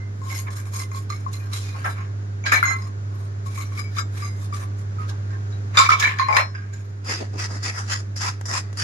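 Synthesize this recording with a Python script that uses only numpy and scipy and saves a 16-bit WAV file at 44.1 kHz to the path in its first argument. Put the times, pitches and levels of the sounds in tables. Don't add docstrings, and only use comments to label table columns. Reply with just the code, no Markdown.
import sys
import numpy as np
from scipy import signal
from scipy.fft import rfft, irfft, next_fast_len
from scipy.io import wavfile
from scipy.ndimage import uniform_filter1d

SR = 44100
rng = np.random.default_rng(int(sys.argv[2]) if len(sys.argv) > 2 else 0)


def output_pcm(signal):
    pcm = np.clip(np.atleast_2d(signal).T, -1, 1) * 32767
    wavfile.write(sys.argv[1], SR, np.round(pcm).astype(np.int16))


N = 389403
T = np.arange(N) / SR

# pitch_hz, level_db, t60_s
FIRST_CUP = [(852, -21, 0.29), (1042, -20, 0.81), (1075.4, -1, 0.29), (1202.6, -11.5, 0.18),
             (1612, -3.5, 0.091), (1787, -19, 0.18), (1900, -12, 0.23), (2080, 6.5, 0.24), (2044, -6, 0.51),
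             (2434, 2, .2), (4130, -4, 0.11), (5345, -0.5, 0.1), (6460, -3.5, 0.13), (6593, -6.5, 0.14),
             (6940, 0, 0.067), (8680, -16, 0.1), (9330, -22.5, 0.22), (11390, -23, 0.06)]
SECOND_CUP = [(1032, -11, 0.26), (1088, -6, 0.31), (1158, -10.5, 0.42), (1242, 3.5, 0.5), (1323, 3.5, 0.43),
              (1407, -6.5, 0.25), (1705, -17, 0.15), (1750, -11, 0.12), (2190, -9, 0.7), (2261, -1.5, 0.6),
              (2345, 4.5, 0.35), (2262, 4, 0.25), (3620, -9, 0.25), (3910, -10, 0.2), (3990, -5, 0.088),
              (4935, -7, 0.089), (5010, -12.5, 0.16), (5895, -10.5, 0.16), (7340, -9, 0.41)]


def amp(db):
    return 10 ** (np.asarray(db) / 20)


def unit_rms(x):
    return x / np.sqrt(np.mean(x ** 2, -1, keepdims=True) + 1e-20)


def unit_peak(x):
    return x / abs(x).max(-1, keepdims=True)


def add(mix, start_s, sound):
    part = mix[:, round(start_s * SR):][:, :sound.shape[1]]
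    part += sound[:, :part.shape[1]]


def colour(x, gain_at):
    size = next_fast_len(x.shape[-1])
    return irfft(rfft(x, size) * gain_at(np.fft.rfftfreq(size, 1 / SR)), size)[..., :x.shape[-1]]


def eq(x, curve):
    hz, db = np.transpose(curve)
    return colour(x, lambda f: amp(np.interp(np.log(f + 1), np.log(hz + 1), db)))


def band(x, lo_hz, hi_hz):
    return unit_rms(colour(x, lambda f: ((1 + (lo_hz / (f + 1)) ** 12) * (1 + (f / hi_hz) ** 12)) ** -.5))


def pan(x, pan_db):
    mid, side = x
    lean = np.tanh(pan_db / 12)
    return np.array([mid, np.sqrt(1 - lean ** 2) * side + lean * mid])


def envelopes(rows, gains):
    start, rise, hold, fall = abs(rows[:, :4].T[:, :, None]) + 1e-4
    t = T[::32]
    shape = amp(-20 * (np.maximum(start - t, 0) / rise + np.maximum(t - start - hold, 0) / fall))
    return np.array([np.interp(T, t, level) for level in gains.T @ shape])


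def grit(per_s, spread_db):
    sizes = amp(spread_db * np.minimum(rng.exponential(1, N), 4))
    slips = sizes * (rng.random(N) < per_s / SR)
    bursts = signal.lfilter([1], [1, -np.exp(-1 / (0.0021 * SR))], slips)
    return unit_rms(bursts * rng.standard_normal((2, N)))


def patchy(x, depth_db):
    spectra = signal.stft(x, nperseg=512)[2]
    drift = uniform_filter1d(rng.standard_normal(spectra.shape[1:]), size=6, axis=0)
    drift = uniform_filter1d(drift, size=14, axis=1)
    return signal.istft(spectra * amp(depth_db * drift / drift.std()), nperseg=512)[1][:, :x.shape[1]]


def mains_hum(pitch_hz=100.1, waver_hz=0.39, air_db=-14.5):
    # time_s, level_db
    fader = [(0.0, -26.5), (0.07, -27), (0.59, -27), (2.24, -26), (2.31, -26.5), (4.89, -25.5),
             (4.97, -24.5), (5.09, -24.5), (5.75, -24.5), (5.8, -27.5), (7.21, -29.5), (7.33, -26.5),
             (7.67, -27), (7.77, -30), (7.87, -26.5), (8.51, -28.5), (8.81, -27), (8.83, -23)]
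    # multiple, level_db
    harmonics = [(2, -26.5), (3, -28), (4, -27)]
    # freq_hz, level_db
    air_curve = [(12, -86), (20, -42), (42, -22), (70, -20.5), (103, -5.5), (129, -11), (157, -14.5),
                 (414, -24), (903, -34.5), (1570, -32), (2900, -45), (6870, -44.5), (7900, -51),
                 (11300, -62.5), (15400, -103)]
    waver = np.interp(T, np.arange(46) / 5, rng.standard_normal(46))
    phase = 2 * np.pi * np.cumsum(pitch_hz + waver_hz * waver) / SR
    tone = np.sin(phase) + sum(amp(db) * np.sin(k * phase + 2 * np.pi * rng.random())
                               for k, db in harmonics)
    air = unit_rms(eq(rng.standard_normal((2, N)), air_curve))
    level = amp(np.interp(T, *np.transpose(fader)))
    return level * (np.sqrt(2) * tone * [[1], [-.9]] + amp(air_db) * air * [[1], [1.3]])


def grab_damping(start_s, t, freedom):
    # time_s, low_factor, upper_factor
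    grabs = [(2.585, 0.21, 0.13), (2.742, 0.42, 0.12), (2.77, 0.06, 0.15), (3.51, 0.092, .3), (3.64, .1, 1),
             (3.815, .08, 2), (3.9, .1, .2), (4.02, 0.17, 0.46), (5.822, 0.28, .7), (5.897, 0.052, 0.17),
             (6.228, 0.11, 3), (5.953, 0.15, 0.16), (6.065, 0.2, 0.69), (6.27, 0.05, 0.17),
             (6.53, .4, 0.35)]
    free = freedom
    for at_s, *limits in grabs:
        caught = (start_s < at_s) & (start_s + t > at_s)
        free = np.where(caught, np.minimum(free, np.array(limits)[:, None]), free)
    return amp(-60 * np.cumsum(1 / free - 1 / freedom, 1) / SR / 0.51)


def cup_ring(t, low_hz, upper_hz, second_share, freedom, focus_db=36.5, pull=0.46):
    modes = np.array(FIRST_CUP + SECOND_CUP)
    share = np.where(np.arange(len(modes)) < len(FIRST_CUP), 1 - second_share, second_share)
    hz, level_db, t60 = modes.T[:, :, None]
    upper = hz[:, 0] > 2850
    near = np.exp(-(np.log(hz / low_hz) / 0.041) ** 2) + np.exp(-(np.log(hz / upper_hz) / 0.0255) ** 2)
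    hz = hz + pull * np.minimum(near, 1) * (np.where(upper[:, None], upper_hz, low_hz) - hz)
    scatter, phase = rng.random((2, 2, len(modes), 1))
    level_db = level_db + focus_db * near + 2.8 * scatter
    struck = (np.sqrt(share)[:, None] * amp(level_db) * np.exp(2j * np.pi * phase))[..., 0]
    strength = abs(struck[0])
    heard = strength > amp(-45) * np.where(upper, strength[upper].max(), strength[~upper].max())
    age = (t / freedom)[1 * upper]
    rings = np.exp(2j * np.pi * hz * t - np.log(1000) * age / t60)
    return [unit_peak((struck[:, group] @ rings[group]).imag) for group in (heard & ~upper, heard & upper)]


def cup_knocks(bounce_db=-9.5):
    # start_s, peak_db, low_hz, upper_hz, upper_db and thud_db (against the low ring),
    # pan_db, second_cup_share, low_t60_factor, upper_t60_factor
    knocks = [(0, -43.5, 2065, 4120, -15, -30, 0, .02, 1.2, 1),
              (.262, -36, 1062, 4120, -18, -32, 13, .03, 0.71, .4),
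              (0.216, -34, 1062, 7200, -10, -10, 20, 0.082, 1.2, .46),
              (.3, -30, 2184, 6800, -16, -8, -1, .07, 0.42, .44),
              (.325, -32.5, 2150, 4060, -18, -30, 3, .02, 0.7, .8),
              (.36, -29, 2080, 5360, -4, -30, 8, 0.022, 0.38, .5),
              (0.759, -27.5, 1043, 6260, 10, -30, 6, .02, 0.74, 0.76),
              (.388, -28, 1065, 6750, 6, -20, 14, .07, 0.4, 0.58),
              (.472, -38, 2280, 3570, -13, -3, 3, .5, 0.19, .4),
              (.799, -32, 2058, 7310, -10, -30, -2, .05, 0.44, .34),
              (0.915, -29.5, 1120, 6740, -10, -35, 8, 0.039, 0.26, .25),
              (.946, -28, 1103, 4190, -8, -34, 5, 0.06, 0.31, .31),
              (1.101, -20.5, 1192, 4260, -4.5, -42, 3, 0.092, 0.26, 0.31),
              (1.123, -32, 2165, 5310, -17, -40, 3, .04, 0.3, .3),
              (1.263, -25, 1078, 4020, -32, -23, 16, 0.032, 0.32, .25),
              (1.338, -31.5, 1130, 4100, 3, -35, 0, 0.034, 0.55, 0.32),
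              (1.534, -31, 2106, 5320, -4, -34, 3, .03, 0.36, .2),
              (1.4, -44.5, 2410, 4120, -20, -20, -5, .03, 0.89, .3),
              (1.638, -43, 2480, 7050, -18, -4, -2, .03, .5, .18),
              (1.685, -39, 2500, 4120, -18, -20, 0, .03, .6, .3),
              (1.741, -32.5, 1110, 5080, -18, 0, 0, 0.085, 0.51, 0.14),
              (1.843, -20.5, 1350, 5360, -11, 2.5, 2, 0.35, 0.31, 0.43),
              (2.439, -25.5, 2296, 6450, -8, -3, 2, 0.33, 0.32, 0.43),
              (2.462, -17.5, 1620, 4120, -13, -21, 6, 0.91, 0.98, 0.49),
              (2.521, -4, 1715, 6290, -23.5, -36, 7, 0.66, 0.12, 0.79),
              (2.545, -13, 1712, 4062, -10, -11.5, 7, 0.5, .62, 0.55),
              (2.556, -15.5, 2290, 6300, -3, -30, -1, .7, 0.75, 0.46),
              (2.572, -16, 1980, 4050, -7, -25, -5, .3, 0.23, .4),
              (2.628, -8.5, 1420, 9400, -28, -44, 6, 0.64, 0.071, 0.94),
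              (2.633, -22, 1650, 11540, -9, -40, 0, .01, 1.6, 1.3),
              (2.633, -15, 2076, 4160, -20, -39, 6, 0.013, 2.5, 1.7),
              (2.654, -17, 2074, 6720, -1.5, -38, 0, .005, 2.8, 3.3),
              (2.675, -20, 2070, 4040, -11, -38, 0, .01, 2.3, 2.8),
              (2.68, -19.5, 2062, 5390, -15, -34, -8, .01, 1.1, 1.7),
              (2.7, -20, 1370, 6900, -4, -30, -2, .3, .5, 1.2),
              (2.588, -27, 2310, 4030, -4, -30, 2, .8, 0.31, 0.73),
              (2.785, -36, 2086, 4100, -8, -30, -3, .01, .5, 0.53),
              (2.72, -25, 2050, 4141, -7, -36, 12, .01, 1.3, 1.2),
              (2.821, -32.5, 1954, 5070, 3, -28, -1, 0.031, .16, 0.52),
              (3.46, -33.5, 1108, 4650, -6, -21, 11, 0.67, 1.3, 0.7),
              (3.609, -35.5, 2200, 4130, -2, -28, 5, .8, 0.4, 1.4),
              (3.655, -38.5, 1120, 5850, -5, -30, 2, 0.89, 0.47, 0.91),
              (3.79, -27, 1155, 5660, -4, -32, 10, 0.91, 0.34, 0.73),
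              (3.99, -29, 2174, 7350, 9, -30, -1, .9, 0.35, 0.07),
              (3.575, -27, 1130, 5900, -21, -30, 13, 0.33, 1, 0.71),
              (3.719, -35.5, 1114, 6890, -20, -24, 5, 0.76, 0.62, .7),
              (3.776, -28, 2267, 5040, -15, -37, 9, 0.54, 0.18, 0.35),
              (3.787, -33, 2250, 5045, 2, -37, 11, 0.99, 0.3, 2.3),
              (3.84, -38.5, 2280, 5770, -12, -37, 10, .9, 0.81, 1),
              (3.558, -34, 2280, 7340, -15, -30, 3, .9, 0.33, 0.44),
              (3.968, -27, 1140, 3700, -4, -27, 15, 0.99, 0.27, 0.12),
              (3.984, -18.5, 1295, 5110, -3, -24, 11, 0.8, 0.12, 0.25),
              (3.994, -24, 1170, 5140, 1, -20, 8, 1, 0.18, 0.49),
              (4.22, -28, 1175, 5010, -10, -16, 12, 0.44, 0.34, 2),
              (4.246, -35, 2078, 6420, 5, -23, -3, .02, 2.1, 0.9),
              (4.525, -26, 1170, 5100, -17, -20, 8, 0.77, 0.37, 0.67),
              (4.984, -33.5, 1275, 6800, -25, -20, -8, .55, 0.43, .51),
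              (5.091, -35.5, 1620, 3670, -15, -4, -5, 0.45, 0.64, .51),
              (5.306, -38, 1590, 5170, -3, -7, -3, 0.59, 0.37, 0.47),
              (5.525, -39.5, 1610, 3910, -3, -9, 7, 0.49, 0.5, 0.51),
              (5.772, -4, 2464, 3670, -0.5, -52, 9, 1, 0.79, 0.39),
              (5.776, -7.5, 1264, 4860, 2, -41, 1, 0.78, 0.24, 0.46),
              (5.816, -11, 1303, 4030, -1.5, -50.5, 4, .99, 0.6, .8),
              (5.796, -6.5, 1078, 5100, -16, -44, -6, 0.89, 0.69, 0.96),
              (5.89, -3.5, 1274, 5470, -20, -42, 5, 0.74, 0.14, .38),
              (5.905, -11, 1288, 4040, -28, -44, -11, 0.91, 0.46, .38),
              (5.861, -14.5, 2320, 5000, -25, -40, -4, .99, 0.23, .4),
              (5.919, -11, 2293, 5500, -27, -32, -3, .9, 0.33, .4),
              (5.7725, -10.5, 2790, 5750, 7, -44, 6, .99, .1, 0.17),
              (5.788, -9, 2276, 3720, -1, -42, 2, 0.82, .5, .5),
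              (5.778, -25, 1110, 7390, 7, -45, 1, .99, 0.28, 0.54),
              (5.998, -20, 2300, 6900, 9, -43, -1, .3, .2, 0.22),
              (6.401, -27, 2120, 4140, 0, -40, 2, .02, .4, 1.94),
              (6.002, -29, 1710, 5370, -10, -20, 1, .6, .85, .4),
              (6.046, -11, 2297, 4100, -13, -28, 3, 1, 0.42, 1.2),
              (6.035, -10, 1717, 3940, -17.5, -32, 6, .9, .9, 0.9),
              (6.012, -21, 1720, 6100, -13, -23, 12, 0.55, .98, .4),
              (6.212, -15, 1043, 4070, -24, -35, -5, 0.022, 0.33, 1.9),
              (6.186, -19.5, 1816, 4980, -8, -50, 8, 0.032, 0.6, .2),
              (6.232, -21.5, 1091, 4090, -16, -40, 3, .02, 1.1, 3),
              (6.195, -10.5, 1067, 4076, -18, -32, 6, .018, 0.49, 3.6),
              (6.287, -17, 865, 5050, -26, -24, 1, 0.046, 0.64, .3),
              (6.348, -14.5, 1103, 5070, -2, -17, 2, .3, 0.49, 0.1),
              (6.371, -16, 1910, 3225, -14, -22, 7, .05, 0.68, 0.27),
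              (6.285, -14.5, 1071, 5080, -14, -6, 6, 0.23, 0.94, .15),
              (6.305, -18, 1064, 5000, -20, -12, 2, .1, 0.75, .5),
              (6.327, -13.5, 2284, 4930, -15, -1.5, 3, .46, 0.25, .6),
              (6.368, -12, 1051, 4130, -11, -4, 0, 0.26, 0.27, 1.2),
              (6.395, -26.5, 1038, 5366, -8.5, -11, 7, .035, 0.27, 3.5),
              (6.549, -34, 1593, 5030, -6, -30, 1, 0.16, 1.7, 1.1),
              (6.737, -33, 1640, 7120, 12, -10, 0, .18, 0.44, 0.36)]
    t = np.arange(SR // 5) / SR
    onset = np.minimum(t / .0006, 1)
    out = np.zeros((2, N))
    for start_s, peak_db, low_hz, upper_hz, upper_db, thud_db, pan_db, share, *t60_factors in knocks:
        freedom = np.outer(t60_factors, np.ones_like(t))
        low, high = cup_ring(t, low_hz, upper_hz, share, freedom)
        swell = np.minimum(t * low_hz / 2.5, 1)
        noise = rng.standard_normal((2, len(t)))
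        crack = band(noise, 2500, 18000) * np.exp(-t / 0.00084)
        crack_db = -22.5 + 0.29 * (peak_db + 11)
        thud = band(noise, 570, 1320) * np.exp(-t / 0.025) * np.minimum(t / 0.027, 1)
        blow = np.array([low * swell + amp(thud_db) * thud, amp(upper_db) * high + amp(crack_db) * crack])
        chatter = blow.copy()
        for late_s, sign in zip(rng.uniform(.005, .035, 3), (1, -1, 1)):
            lag = round(late_s * SR)
            chatter[..., lag:] += sign * amp(bounce_db) * blow[..., :-lag]
        damped = (chatter * grab_damping(start_s, t, freedom)[:, None]).sum(0)
        add(out, start_s, pan(amp(peak_db) * onset * unit_peak(damped), pan_db))
    return out


def cup_scrapes(wander_db=4.5):
    # start_s, rise_s, hold_s, fall_s, low_db, middle_db, upper_db, fizz_db,
    # second_cup_share, rasp_offset_db
    scrapes = np.array([(0.292, 0.083, 0.029, 0.036, -43, -48, -40, -42.5, 0.16, -5.5),
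                        (0.349, .02, .055, 0.043, -58, -46, -40, -39, .1, -4.5),
                        (0.481, 0.026, .004, 0.017, -30.5, -34.5, -55, -72, 0.6, -9),
                        (0.505, 0.004, 0.03, 0.076, -40.5, -48, -46, -46, 0.15, -7.5),
                        (0.569, .02, 0.027, 0.051, -49, -43, -45.5, -43, .15, -6),
                        (0.655, .004, .015, 0.059, -45, -52, -49, -48, .15, -8),
                        (0.74, 0.02, 0.088, 0.034, -39, -49, -37.5, -39.5, 0, -4),
                        (0.964, 0.06, .005, 0.071, -49, -47, -42.5, -43.5, 0, -4),
                        (1.096, 0.0033, .004, 0.17, -46, -42, -40, -49, 0, -8),
                        (1.285, 0.0075, 0.0044, 0.012, -41, -70, -46, -73, 0.1, -21),
                        (1.331, 0.013, 0.0036, 0.064, -57, -58, -38.5, -40.5, 0, -4.5),
                        (1.41, 0.066, 0.11, 0.17, -50, -51, -54.5, -65, 0, -8),
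                        (1.536, 0.02, .004, 0.18, -48, -43.5, -33, -38, 0.6, -5),
                        (1.657, 0.026, 0.028, 0.19, -77, -55.5, -57, -70, 0.8, 0.5),
                        (1.778, 0.048, .06, 0.067, -44, -44.5, -55, -61, 0, -4.5),
                        (1.847, 0.0047, 0.019, 0.06, -41, -27, -54, -44.5, 0.55, -3),
                        (1.905, 0.032, 0.0045, 0.048, -53, -55, -42, -44.5, 0.84, -8),
                        (1.978, 0.045, 0.0035, 0.13, -39, -39, -51, -66, 0.3, -7),
                        (2.463, 0.0098, 0.0044, 0.088, -62, -23.5, -29, -48, 0.8, -2.5),
                        (2.519, 0.001, 0.02, 0.078, -57, -10.5, -27.5, -27.5, 0.86, -11.5),
                        (2.628, .001, 0.077, 0.054, -19.5, -22, -43, -44, 0, -15.5),
                        (2.762, 0.063, .004, 0.083, -42, -51, -48, -69, 0.1, -14),
                        (2.877, 0.22, .004, 0.034, -39.5, -54, -50.5, -56, 0.01, -8.5),
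                        (3.144, 0.083, 0.093, 0.14, -47.5, -61, -59, -61, 0.2, -11),
                        (3.466, 0.012, .004, 0.034, -55, -67, -53, -45, 0.82, -5),
                        (3.557, 0.091, 0.078, 0.05, -56, -48.5, -46, -47.5, 0.54, -2),
                        (3.792, 0.086, .004, 0.06, -46, -44, -45, -44.5, 1, -1.5),
                        (3.991, 0.056, 0.0043, 0.019, -54, -29.5, -29.5, -37.5, 0.75, -7),
                        (4.176, 0.082, 0.083, 0.097, -46.5, -46.5, -45, -46, 0.5, -6.5),
                        (4.443, 0.1, .004, 0.049, -48, -57, -47.5, -46, .6, -5.5),
                        (4.539, 0.015, .004, 0.085, -47, -43, -40, -44.5, 0.7, -5.5),
                        (4.618, 0.053, 0.025, 0.017, -35.5, -45, -56, -46.5, 0.8, -7.5),
                        (4.791, 0.026, .004, 0.058, -45, -64, -59, -49, 1, -6.5),
                        (5.008, 0.045, 0.033, 0.097, -51, -58, -60.5, -71, 0.3, 5),
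                        (5.094, 0.015, .004, 0.027, -55, -50, -40.5, -49, 0.6, -2),
                        (5.33, .04, 0.02, 0.027, -46, -33.5, -59, -77, 0, -30),
                        (5.515, 0.026, .004, 0.14, -66, -58, -51, -77, 0.3, -10),
                        (5.752, 0.014, 0.03, .01, -26.5, -31, -36, -50, 0.7, -6.5),
                        (5.771, 0.0005, 0.023, 0.062, -16, -24.5, -18, -31.5, 0.98, 0.5),
                        (5.847, 0.072, 0.018, 0.012, -25, -36, -33, -62, 0.6, 1.5),
                        (5.902, 0.021, 0.031, 0.057, -18, -29, -28, -49, 0.64, -0.5),
                        (6, 0.012, 0.0035, 0.081, -34, -51, -23.5, -40, 0, -2.5),
                        (6.028, 0.033, 0.015, 0.15, -26, -14.5, -32, -42, 0.96, -9.5),
                        (6.187, 0.003, 0.017, 0.12, -53, -39.5, -44.5, -95, 0.4, 9),
                        (6.29, 0.0097, 0.0044, 0.026, -8.5, -22, -36, -58, 0.4, -22.5),
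                        (6.326, 0.023, 0.036, 0.022, -32, -32, -35.5, -43, 1, -10),
                        (6.366, 0.0018, 0.0075, 0.055, -19.5, -18, -25.5, -37.5, 0.93, 0),
                        (6.497, .03, .004, .03, -62, -52, -62, -85, 0.1, -22),
                        (6.549, .02, 0.005, 0.18, -46, -36.5, -56, -89, 0, -10.5),
                        (6.733, 0.013, 0.0036, 0.21, -63, -45.5, -47.5, -60, 0.1, -12)])
    # freq_hz, level_db
    rasp_curve = [(240, -66), (400, -34), (845, -40), (1080, -17), (1760, -23.5), (2320, -3.5),
                  (2540, -8.5), (3660, -4.5), (4540, -4.5), (7170, -12), (7860, -16), (11500, -27),
                  (15400, -32)]
    # lo_hz, hi_hz, ring_trim_db, rasp_trim_db
    bands = [(600, 1200, -10.5, -1.5), (1470, 1800, -8.5, 0), (2550, 7000, -6.5, -4), (7600, 15600, -5, 3)]
    peaks, share = amp(scrapes[:, 4:8]), scrapes[:, 8:9]
    first_levels = envelopes(scrapes, peaks * np.sqrt(1 - share))
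    second_levels = envelopes(scrapes, peaks * np.sqrt(share))
    rasp_levels = envelopes(scrapes, peaks * amp(scrapes[:, -1:]))
    rasp = patchy(eq(grit(per_s=3200, spread_db=1.8), rasp_curve), depth_db=3)
    catches = grit(per_s=500, spread_db=1.9)
    out = np.zeros((2, N))
    for k, (lo_hz, hi_hz, ring_db, rasp_db) in enumerate(bands):
        out += amp(rasp_db) * rasp_levels[k] * band(rasp, lo_hz, hi_hz)
        for cup, level in ((FIRST_CUP, first_levels[k]), (SECOND_CUP, second_levels[k])):
            modes = np.reshape([mode for mode in cup if lo_hz < mode[0] <= hi_hz], (-1, 3))
            for hz, db, t60 in modes:
                held_t60 = .8 * t60 * (1000 / hz) ** .3
                radius, angle = amp(-60 / (SR * held_t60)), 2 * np.pi * hz / SR
                drift = np.clip(rng.standard_normal(140), -1.5, 1.5)
                wander = np.interp(T, np.arange(140) / 15, amp(wander_db * drift))
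                drive = catches * level * wander * np.sqrt(2 * (1 - radius ** 2)) * np.sin(angle)
                gain = amp(db + ring_db) / np.linalg.norm(amp(modes[:, 1]))
                out += gain * signal.lfilter([1], [1, -2 * radius * np.cos(angle), radius ** 2], drive)
    return out


def mesh_song(slips, hiss_level, width_hz=400):
    # time_s, pitch_hz
    glide = [(7.05, 5090), (7.078, 5000), (8.69, 5120), (8.764, 4600), (8.83, 4600)]
    pitch_hz = np.interp(T[-len(hiss_level):], *np.transpose(glide))
    carrier = np.exp(2j * np.pi * np.cumsum(pitch_hz) / SR)
    radius = np.exp(-np.pi * width_hz / SR)
    song = (carrier * signal.lfilter([1], [1, -2 * radius, radius ** 2], slips / carrier)).real
    hiss_db = 20 * np.log10(hiss_level + 1e-9)
    return amp(0.69 * hiss_db - 21.5 - 1.5 * np.maximum(-42 - hiss_db, 0)) * unit_rms(song)


def sieve(ring_db=3.5):
    # start_s, rise_s, hold_s, fall_s, hiss_db, upper_body_db, lower_body_db, thump_db
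    strokes = np.array([(7.047, 0.0046, 0.018, 0.044, -46.5, -56, -49, -54),
                        (7.095, 0.034, 0.027, 0.12, -33.5, -32, -39.5, -39),
                        (7.216, 0.028, 0.011, 0.039, -60, -49.5, -62, -32.5),
                        (7.335, 0.0045, 0.025, 0.03, -53.5, -55, -62, -41),
                        (7.391, 0.018, 0.063, 0.032, -35.5, -35.5, -42.5, -44.5),
                        (7.506, 0.025, 0.066, 0.04, -44, -52, -42.5, -42),
                        (7.631, 0.0046, 0.017, 0.04, -35.5, -48, -54, -55),
                        (7.661, 0.042, 0.037, 0.028, -36, -35, -36.5, -44),
                        (7.789, 0.084, 0.0045, 0.058, -34.5, -43, -35, -47),
                        (7.912, 0.041, 0.026, 0.06, -30, -33.5, -36, -44),
                        (7.996, 0.046, 0.011, 0.025, -52, -70, -65, -48),
                        (8.162, 0.0041, 0.021, 0.036, -36.5, -47, -52, -57),
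                        (8.216, 0.024, 0.072, 0.039, -30, -33.5, -31, -47),
                        (8.34, .02, 0.0069, 0.22, -66, -60, -61, -54),
                        (8.456, 0.0012, 0.0066, 0.045, -38, -53, -53, -58),
                        (8.495, 0.037, 0.023, .04, -36, -49, -37.5, -50),
                        (8.541, 0.031, 0.049, 0.027, -29.5, -36.5, -34, -46),
                        (8.64, 0.05, .05, 0.089, -64, -61, -56, -56),
                        (8.773, 0.0026, 0.015, 0.049, -36, -53, -42, -56),
                        (8.805, 0.039, .03, .05, -33, -37.5, -37.5, -47)])
    # freq_hz, level_db
    mesh_curve = [(150, 1), (250, 5.5), (347, 4.5), (865, -3), (993, 0), (1940, -0.5), (2300, -6.5),
                  (2800, -11), (4100, -12.5), (5110, -7), (7090, -5), (7860, -7.5), (10700, -19),
                  (12100, -28.5), (13200, -60), (14400, -29), (15400, -41)]
    # pitch_hz, width_hz, level_db
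    wires = [(1286, 57, -4.5), (1660, 92, -11.5), (1935, 18, 3), (2610, 120, -5), (4666, 56, 3.5),
             (5006, 120, 4), (5200, 110, -2), (5770, 79, 2.5), (6740, 220, -12), (7060, 45, 1)]
    # start_s, peak_db
    ticks = [(7.628, -38), (8.164, -27), (8.412, -24.5), (8.455, -33), (8.7294, -29.5), (8.773, -40)]
    span = 2 * SR
    hiss, upper, lower, thump = envelopes(strokes, amp(strokes[:, 4:]))[:, -span:]
    flour, grains = grit(per_s=4400, spread_db=0.29), grit(per_s=600, spread_db=2.8)
    slips = unit_rms(flour + amp(-6) * grains)[:, -span:]
    resonance = lambda f: sum(amp(db) / (1 + (2 * (f - hz) / width) ** 2) for hz, width, db in wires)
    scrape = eq(patchy(slips, depth_db=2.5), mesh_curve)
    scrape = colour(scrape, lambda f: 1 + amp(ring_db) * resonance(f))
    out = hiss * band(scrape, 4080, 17000) + thump * band(scrape, 146, 810)
    out += upper * band(scrape, 2050, 3990) + lower * band(scrape, 836, 1630)
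    out += mesh_song(slips, hiss)
    out = np.pad(out, ((0, 0), (N - span, 0)))
    t = np.arange(SR // 20) / SR
    for start_s, peak_db in ticks:
        tick = unit_rms(eq(rng.standard_normal((2, len(t))), mesh_curve)) * np.exp(-t / 0.0036)
        add(out, start_s, amp(peak_db) * tick / abs(tick[0]).max())
    return pan(out, pan_db=1.5)


def kitchen_walls(x, t60_s=0.19):
    taps = np.zeros((2, SR // 3))
    slots = np.arange(200, SR // 3 - 20, 20)
    delays = slots + rng.integers(0, 20, (2, len(slots)))
    echoes = rng.choice([-1., 1.], delays.shape) * amp(-60 * delays / SR / t60_s)
    np.put_along_axis(taps, delays, echoes, 1)
    return signal.oaconvolve(x, taps / np.linalg.norm(taps[0]), axes=1)[:, :N]


def scene():
    # freq_hz, side_gain_db
    width = [(60, -26), (110, -19), (200, -16), (380, -4), (700, 2), (1290, 4), (2370, 0.5), (4380, 0),
             (8090, 0), (14900, 0)]
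    steel = cup_scrapes() + sieve() + cup_knocks()
    mid, side = steel + amp(-15) * kitchen_walls(steel) + mains_hum()
    side = eq(side, width)
    return np.array([mid + side, mid - side])


def record(dry):
    # freq_hz, gain_db
    microphone = [(7250, -1.95), (7800, -9.5), (8300, -8), (11800, 2), (12800, -29), (13400, -19),
                  (14500, -8), (15400, -15)]
    clipped = np.clip(eq(dry, microphone), -1, 1)
    lowpass = signal.firwin(511, 15700, window=("kaiser", 9), fs=SR)
    return signal.oaconvolve(clipped, lowpass[None], "same")


dry = scene()
out = record(dry)
output_pcm(out)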